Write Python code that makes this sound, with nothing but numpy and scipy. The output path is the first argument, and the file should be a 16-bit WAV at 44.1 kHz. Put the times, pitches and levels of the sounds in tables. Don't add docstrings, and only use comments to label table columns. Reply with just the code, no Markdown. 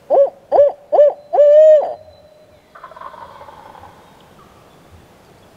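import sys
import numpy as np
from scipy import signal
from scipy.fft import rfft, irfft
from scipy.io import wavfile
from scipy.ndimage import uniform_filter1d

SR = 44100
rng = np.random.default_rng(int(sys.argv[2]) if len(sys.argv) > 2 else 0)


def output_pcm(signal):
    pcm = np.clip(np.atleast_2d(signal).T, -1, 1) * 32767
    wavfile.write(sys.argv[1], SR, np.round(pcm).astype(np.int16))


N = 245195

# centre_hz, width_hz, tone_db, slack_rasp_db, taut_rasp_db
WINDPIPE_MODES = [(378, 900, -32.5, -50.5, -51), (652.5, 138, 14.5, -5, 6), (1787, 120, -15.5, 4.5, 2),
                  (2690, 180, -33, -23.5, -6.5), (3028, 500, -23.5, -1, -3.5),
                  (4726, 97, -31.5, 5.5, -18.5), (5740, 160, -31.5, -20, -8), (6930, 520, -28, -16, -17),
                  (9200, 350, -60, -11.5, -29)]


def gain_of(db):
    return 10 ** (np.asarray(db) / 20)


def unit_rms(x):
    return x / np.sqrt(np.mean(x ** 2) + 1e-20)


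def curve_at(points, hz):
    point_hz, value = np.transpose(points)
    return np.interp(np.log(hz + 1), np.log(point_hz + 1), value)


def add(mix, start_s, sound):
    part = mix[round(start_s * SR):][:len(sound)]
    part += sound[:len(part)]


def resonate(x, hz, width_hz):
    carrier = np.exp(2j * np.pi * np.cumsum(hz * np.ones(len(x))) / SR)
    pole = np.exp(-np.pi * width_hz / SR)
    return 2 * (carrier * signal.lfilter([1 - pole], [1, -pole], x / carrier + 1e-18)).real


def ring(x, hz, width_hz):
    return unit_rms(resonate(resonate(x, hz, width_hz), hz, width_hz))


def wobble(size, top_hz):
    lowpass = np.exp(-(np.fft.rfftfreq(size, 1 / SR) / top_hz) ** 2)
    return unit_rms(irfft(rfft(rng.standard_normal(size)) * lowpass, size))


def hush():
    # freq_hz, relative_db
    spectrum = [(12, -33), (20, -31), (49, -4), (76, -5.5), (129, -4.5), (171, 1), (232, -6.5), (479, -3.5),
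                (791, -7.5), (1110, -13.5), (3370, -23), (3980, -25.5), (15600, -35)]
    frames, hz = N // 256 + 5, np.fft.rfftfreq(1024, 1 / SR)
    real, imag, patches = rng.standard_normal((frames, 513, 3)).T
    patches_db = 0.79 * unit_rms(uniform_filter1d(uniform_filter1d(patches, 12, 0), 14, 1))
    bins = (real + 1j * imag) * gain_of(curve_at(spectrum, hz)[:, None] + patches_db)
    return gain_of(-46) * unit_rms(signal.istft(bins, nperseg=1024, noverlap=768)[1][:N])


def wind():
    # centre_s, peak_db, half_width_s
    gusts = [(0.603, -36, 0.023), (1.404, -56, 0.051), (2.029, -44, 0.07), (2.15, -42.5, 0.083),
             (2.542, -44.5, 0.063), (3.34, -55, 0.19), (3.598, -52.5, 0.082), (3.845, -48, 0.059),
             (4.541, -57, 0.064), (4.962, -45, 0.058)]
    centre_s, peak_db, half_width_s = np.transpose(gusts)[:, :, None]
    t = np.arange(0, N + 64, 64) / SR
    puffs = gain_of(peak_db) * np.exp(-((t - centre_s) / half_width_s) ** 2)
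    level = gain_of(-63) + puffs.sum(0)
    moan = resonate(resonate(rng.standard_normal(N), hz=87, width_hz=20), hz=87, width_hz=27)
    return np.interp(np.arange(N) / SR, t, level) * unit_rms(moan)


def lingering_echo():
    level_db = -42 - 30 * np.arange(N) / SR
    return gain_of(level_db) * unit_rms(resonate(rng.standard_normal(N), hz=547, width_hz=25))


def hoot_contour(held, start_s, start_hz, peak_s, peak_db, break_s, break_hz,
                 drop_s, drop_hz, drop_db, tail_db, tail_s, floor_hz):
    attack_s, choke_s, break_db = 0.013, 0.012, -14
    catch_s, settle_s, release_s, fall_tau_s = 0.01, 0.022, 0.033, 0.023
    t = np.arange(start_s, drop_s + tail_s + release_s, 1 / SR)
    climb_s = [start_s, start_s + attack_s, peak_s, max(break_s - choke_s, (peak_s + break_s) / 2)]
    climb_db = peak_db + np.array([-22.5, -7.5, 0, -5])
    held_s, held_db, held_hz = np.transpose(held)
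    ending_s = drop_s + np.array([0, catch_s, settle_s, max(tail_s, settle_s), tail_s + release_s])
    ending_db = [drop_db, tail_db + 4.5, tail_db, tail_db - 7, tail_db - 28]
    level_db = np.interp(t, np.r_[climb_s, break_s, held_s, ending_s],
                         np.r_[climb_db, break_db, held_db, ending_db])
    climb_hz = start_hz + (break_hz - start_hz) * ((t - start_s) / (break_s - start_s)) ** 1.5
    note_hz = np.interp(t, np.r_[break_s, held_s, drop_s], np.r_[break_hz, held_hz, drop_hz])
    fall_hz = floor_hz + (drop_hz - floor_hz) * np.exp((drop_s - t) / fall_tau_s)
    return t, level_db, np.select([t < break_s, t > drop_s], [climb_hz, fall_hz], note_hz)


def windpipe(hz, modes_db):
    sac_hz, core_hz, skirt_hz = 1225, 83, 400
    modes = sum(gain_of(db) * (1j * hz * width_hz / (mode_hz ** 2 - hz ** 2 + 1j * hz * width_hz)) ** 2
                for (mode_hz, width_hz, *_), db in zip(WINDPIPE_MODES, modes_db))
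    detuning = sac_hz ** 2 - hz ** 2
    return modes * (detuning + 1j * hz * core_hz) / (detuning + 1j * hz * skirt_hz)


def hoot(t, level_db, hz, bright_db_per_oct, hoarse_db):
    # pitch_hz, slope_db_per_oct, rasp_db
    register = [(110, -7.5, -29), (190, -5.5, -31), (270, -7, -32.5), (327, -9.5, -41), (410, -6.5, -33.5),
                (520, -8.5, -34), (579, -6, -34), (595, -3, -33.5), (642, -2, -34.5)]
    level_db, hz = uniform_filter1d([level_db, hz], size=180, mode="nearest")
    pitch_hz, *columns = np.transpose(register)
    slope_db_per_oct, rasp_db = (np.interp(hz, pitch_hz, column) for column in columns)
    slope_db_per_oct += bright_db_per_oct
    squeak_db = 6 * np.exp((t[0] - t) / 0.03)
    rasp_db += hoarse_db + squeak_db + 3.5 * wobble(len(t), top_hz=30)
    tone_db, slack_db, taut_db = np.transpose(WINDPIPE_MODES)[2:]
    jitter = 0.003 + 0.008 * np.clip((500 - hz) / 150, 0, 1)
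    hz = hz * (1 + jitter * wobble(len(t), top_hz=100))
    cycles = np.cumsum(hz) / SR

    harmonic, hop = np.arange(1, 60)[:, None], 16
    partial_hz = harmonic * hz[::hop]
    flutter = unit_rms(uniform_filter1d(rng.standard_normal(partial_hz.shape), 90))
    source_db = slope_db_per_oct[::hop] * np.log2(harmonic) + 1.9 * np.log(harmonic) * flutter
    lowpass = (partial_hz < SR / 4) / (1 + (partial_hz / 8000) ** 12)
    weights = windpipe(partial_hz, tone_db) * gain_of(source_db) * lowpass
    weights /= np.sqrt((abs(weights) ** 2).sum(0) / 2)
    weights = np.repeat(weights, hop, axis=1)[:, :len(t)]
    weights = uniform_filter1d(weights.real, hop) + 1j * uniform_filter1d(weights.imag, hop)
    tone = (weights * np.exp(2j * np.pi * harmonic * cycles)).real.sum(0)

    puffs = rfft(rng.standard_normal(len(t)) * (1.2 + np.exp(-(cycles % 1) / 0.9)))
    bin_hz = np.fft.rfftfreq(len(t), 1 / SR)
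    slack_air = unit_rms(irfft(puffs * windpipe(bin_hz, slack_db), len(t)))
    taut_air = unit_rms(irfft(puffs * windpipe(bin_hz, taut_db), len(t)))
    taut = np.clip((hz - 400) / 150, 0, 1)
    rasp = gain_of(rasp_db - 4 - 4 * taut) * ((1 - taut) * slack_air + taut * taut_air)
    shake = 1 + (0.01 + 0.11 * (1 - taut)) * wobble(len(t), top_hz=250)
    fade = np.clip(np.minimum(t - t[0], t[-1] - t) / 0.004, 0, 1)
    return gain_of(level_db) * (tone * shake + rasp) * fade


def owl():
    # start_s, start_hz, peak_s, peak_db, break_s, break_hz, drop_s,
    # drop_hz, drop_db, tail_db, tail_s, floor_hz, bright_db_per_oct, hoarse_db
    hoots = [(0.099, 253.1, 0.15, -4, 0.16, 399.8, 0.266, 412, -24, -19, 0.023, 200, -2.5, -3.5),
             (0.514, 250.5, 0.56, -2, 0.57, 412.7, 0.69, 457, -19, -18.5, 0.029, 157.6, -1.1, 1),
             (0.92, 279.5, 0.951, -2, 0.975, 434.7, 1.095, 481.7, -18, -17.5, 0.042, 148.7, -0.26, -2.5),
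             (1.325, 324.8, 1.353, -3.5, 1.371, 411, 1.818, 419, -18.5, -12, 0.12, 115.3, 0.24, 0.2)]
    # time_s, level_db, pitch_hz
    held_notes = [
        [(0.165, -6.5, 516), (0.178, -4.5, 547.5), (0.2, -3.5, 564), (0.22, -2.5, 557), (0.245, -8, 555),
         (0.258, -13.5, 504)],
        [(0.584, -1.5, 545), (0.597, 1, 566), (0.63, -1.5, 587.7), (0.655, -5.5, 573), (0.675, -3.5, 559.4)],
        [(0.984, -0.5, 555), (1.003, 2, 585.3), (1.03, 0, 599.7), (1.07, -3, 572.2), (1.083, -1, 555)],
        [(1.378, -6, 536.5), (1.4, 1.5, 576), (1.42, 0.5, 590), (1.45, -2, 589.3), (1.48, -0.5, 577),
         (1.545, -0.5, 599.8), (1.58, 2.5, 615), (1.65, 1, 628.2), (1.7, 2.5, 620), (1.75, 1.5, 611.3),
         (1.79, -5, 564), (1.803, -7, 556.7)],
    ]
    out = np.zeros(N)
    for (start_s, *contour, bright_db_per_oct, hoarse_db), held in zip(hoots, held_notes):
        t, level_db, hz = hoot_contour(held, start_s, *contour)
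        add(out, start_s, hoot(t, level_db, hz, bright_db_per_oct, hoarse_db))
    return out


def trunk_echoes(x, onset_s):
    # freq_hz, t60_s
    decay_times = [(300, 0.8), (600, 2.45), (1200, 2.9), (3000, 4.5), (8000, 0.52)]
    taps = np.zeros(2 * SR)
    slots = np.arange(400, len(taps) - 20, 20)
    taps[slots + rng.integers(0, 20, len(slots))] = rng.choice([-1., 1.], len(slots))
    hz, t, bins = signal.stft(taps, SR, nperseg=256)
    decay = gain_of(-60 * t / curve_at(decay_times, hz)[:, None])
    tail = signal.istft(bins * decay * (1 - np.exp(-t / onset_s)), SR, nperseg=256)[1]
    return signal.fftconvolve(x, tail / np.linalg.norm(tail))[:N]


def twigs():
    # start_s, level_db
    ticks = [(.13, -52), (.742, -53), (5.249, -47), (5.298, -55), (5.385, -54)]
    out, t, t60_s = np.zeros(N), np.arange(400) / SR, 0.012
    for start_s, level_db in ticks:
        crack = ring(rng.standard_normal(len(t)), hz=5000, width_hz=3500)
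        add(out, start_s, gain_of(level_db - 60 * t / t60_s) * crack)
    return out


def birds():
    # start_s, length_s, from_hz, to_hz, send_db, direct_over_send_db
    notes = [(0.869, 0.076, 4000, 3910, -73.5, 5.5), (1.138, 0.13, 4060, 4040, -62, 4.5),
             (1.288, 0.067, 4065, 4040, -63, 3), (1.412, 0.28, 4157, 3820, -65.5, 8.5),
             (1.769, 0.078, 4060, 3998, -65.5, 12.5), (1.913, 0.17, 4081, 4050, -58, 3),
             (2.103, 0.1, 4027, 3996, -54, 7.5), (2.19, .17, 4030, 4025, -69, 5),
             (2.38, .06, 4030, 4025, -68, 6), (2.46, .19, 4030, 4025, -72, 5),
             (2.25, .13, 4630, 4620, -75, 3), (2.5, .22, 2500, 1960, -60, 2),
             (3.308, .15, 2400, 2100, -61, 4), (3.63, .05, 5300, 5280, -72, 5),
             (5.25, .05, 5200, 4200, -66, 4), (5.33, .03, 4300, 3000, -69, 4),
             (5.37, .04, 3500, 5000, -67, 3), (2.52, .08, 4150, 3400, -61, 2),
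             (2.6, .45, 3330, 3280, -66, -3), (3.05, .4, 3250, 3200, -64, -3),
             (3.574, 0.097, 4060, 3170, -73, -16), (4.033, 0.12, 3740, 3730, -68.5, 9.5),
             (4.204, 0.0063, 3910, 2940, -51.5, 9.5), (4.384, 0.051, 1353, 1114, -48, 4.5),
             (4.697, 0.052, 3520, 3450, -61.5, 4.5), (5.425, 0.021, 3410, 3360, -62.5, 10)]
    repeated_slurs = [(start_s, 0.1, 5350, 3300, -59.5, -1) for start_s in np.arange(2.69, 3.35, 0.121)]
    direct, send = np.zeros(N), np.zeros(N)
    for start_s, length_s, from_hz, to_hz, send_db, direct_over_send_db in notes + repeated_slurs:
        progress = np.linspace(0, 1, round(length_s * SR))
        hz = to_hz + (from_hz - to_hz) * (1 - progress) ** 2
        waver_db = 1.7 * unit_rms(uniform_filter1d(rng.standard_normal(SR // 2), 500))[:len(hz)]
        envelope = gain_of(send_db + waver_db) * signal.windows.tukey(len(hz), 0.25)
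        note = envelope * np.sin(2 * np.pi * np.cumsum(hz) / SR)
        add(send, start_s, note)
        add(direct, start_s, gain_of(direct_over_send_db) * note)
    return direct, send


def turkey():
    # start_s, level_db, throat_hz, chest_over_throat_db, length_s
    syllables = [(2.746, -26, 1226, -7.5, 0.051), (2.813, -26.5, 1303, -15, 0.047),
                 (2.831, -22.5, 1073, -10.5, 0.038), (2.911, -30.5, 1330, 3, 0.017),
                 (2.962, -23, 1040, -7, 0.02), (3.005, -20.5, 1062, -12, 0.035),
                 (3.025, -32, 1050, -1, 0.018), (3.042, -22.5, 1050, -15, 0.02),
                 (3.057, -19, 1054, -12.5, 0.025), (3.132, -25, 1000, -3.5, 0.017),
                 (3.176, -22, 1014, -10.5, 0.011), (3.204, -24, 970, -13, 0.029),
                 (3.222, -23, 967, -14, .02), (3.245, -30, 975, -1, 0.018), (3.305, -29, 940, -6.5, 0.021),
                 (3.354, -25.5, 935, -6, 0.0097), (3.404, -26.5, 886, -5, 0.03),
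                 (3.48, -25.5, 870, -5.5, 0.015), (3.523, -27, 878, -10.5, 0.018),
                 (3.564, -32.5, 895, -23, 0.041), (3.591, -30.5, 870, -13, 0.019),
                 (3.653, -28.5, 890, -7, 0.02), (3.694, -25.5, 893, -10, 0.011),
                 (3.747, -27, 892, -12, .02), (3.776, -25.5, 876, -12, 0.011),
                 (3.83, -27.5, 847, -11.5, 0.014), (3.851, -27, 900, -31, 0.011),
                 (3.889, -34.5, 897, -25, 0.011)]
    # centre_hz, width_hz, level_db
    beak_modes = [(1503, 100, -13.5), (1772, 104, -19.5), (1970, 160, -22.5), (3260, 620, -18)]
    out, t = np.zeros(N), np.arange(3000) / SR
    for start_s, level_db, throat_hz, chest_db, length_s in syllables:
        elapsed_s = start_s - syllables[0][0]
        chest_hz = (660 - 120 * elapsed_s) * (1 + 0.03 * rng.standard_normal())
        jitter, breath = rng.standard_normal((2, len(t)))
        pulse_hz = chest_hz / 2 * (1 + 0.081 * unit_rms(uniform_filter1d(jitter, 120)))
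        pulses = np.diff(np.floor(np.cumsum(pulse_hz) / SR + 0.744), prepend=0)
        drive = unit_rms(pulses) + 0.28 * breath
        voice = ring(drive, throat_hz, width_hz=150)
        voice += gain_of(chest_db) * ring(drive, chest_hz * (1 - 5 * t), width_hz=181)
        open_beak_db = 8 * np.exp(-elapsed_s / 0.1)
        for hz, width_hz, mode_db in beak_modes:
            voice += gain_of(mode_db + open_beak_db * (hz < 1900)) * ring(drive, hz, width_hz)
        progress = t / length_s
        attack = np.sin(np.pi / 2 * np.minimum(progress / 0.23, 1)) ** 2
        add(out, start_s, gain_of(level_db) * voice * attack * np.exp(-progress ** 1.75) / 2)
    return ring(out, hz=700, width_hz=3940) * out.std()


def scene():
    hoots, gobble = owl(), turkey()
    song, song_send = birds()
    echoes = lingering_echo()
    echoes += gain_of(-32) * trunk_echoes(hoots, onset_s=0.042)
    echoes += gain_of(-10.5) * trunk_echoes(gobble, onset_s=0.026)
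    echoes += trunk_echoes(song_send, onset_s=0.013)
    return (hoots + gobble + song + echoes + twigs() + hush() + wind())[None]


def record(dry):
    threshold_db, initial_cut_db, recovery_db_per_s, smooth_s = -28, 3.0, 4.67, 0.15
    power_db = 10 * np.log10(abs(uniform_filter1d(dry[0] ** 2, 2000)) + 1e-12)
    recovery_db = recovery_db_per_s * np.arange(N) / SR
    cut_db = 0.28 * np.maximum(power_db - threshold_db, 0)
    cut_db = np.maximum.accumulate(np.maximum(cut_db + recovery_db, initial_cut_db)) - recovery_db
    ease = 1 / (smooth_s * SR)
    cut_db = signal.lfilter([ease], [1, ease - 1], cut_db, zi=[cut_db[0]])[0]
    lowpass = signal.firwin(2047, cutoff=15740, window=("kaiser", 9), fs=SR)
    return signal.oaconvolve(dry / gain_of(cut_db), lowpass[None], "same")


dry = scene()
out = record(dry)
output_pcm(out)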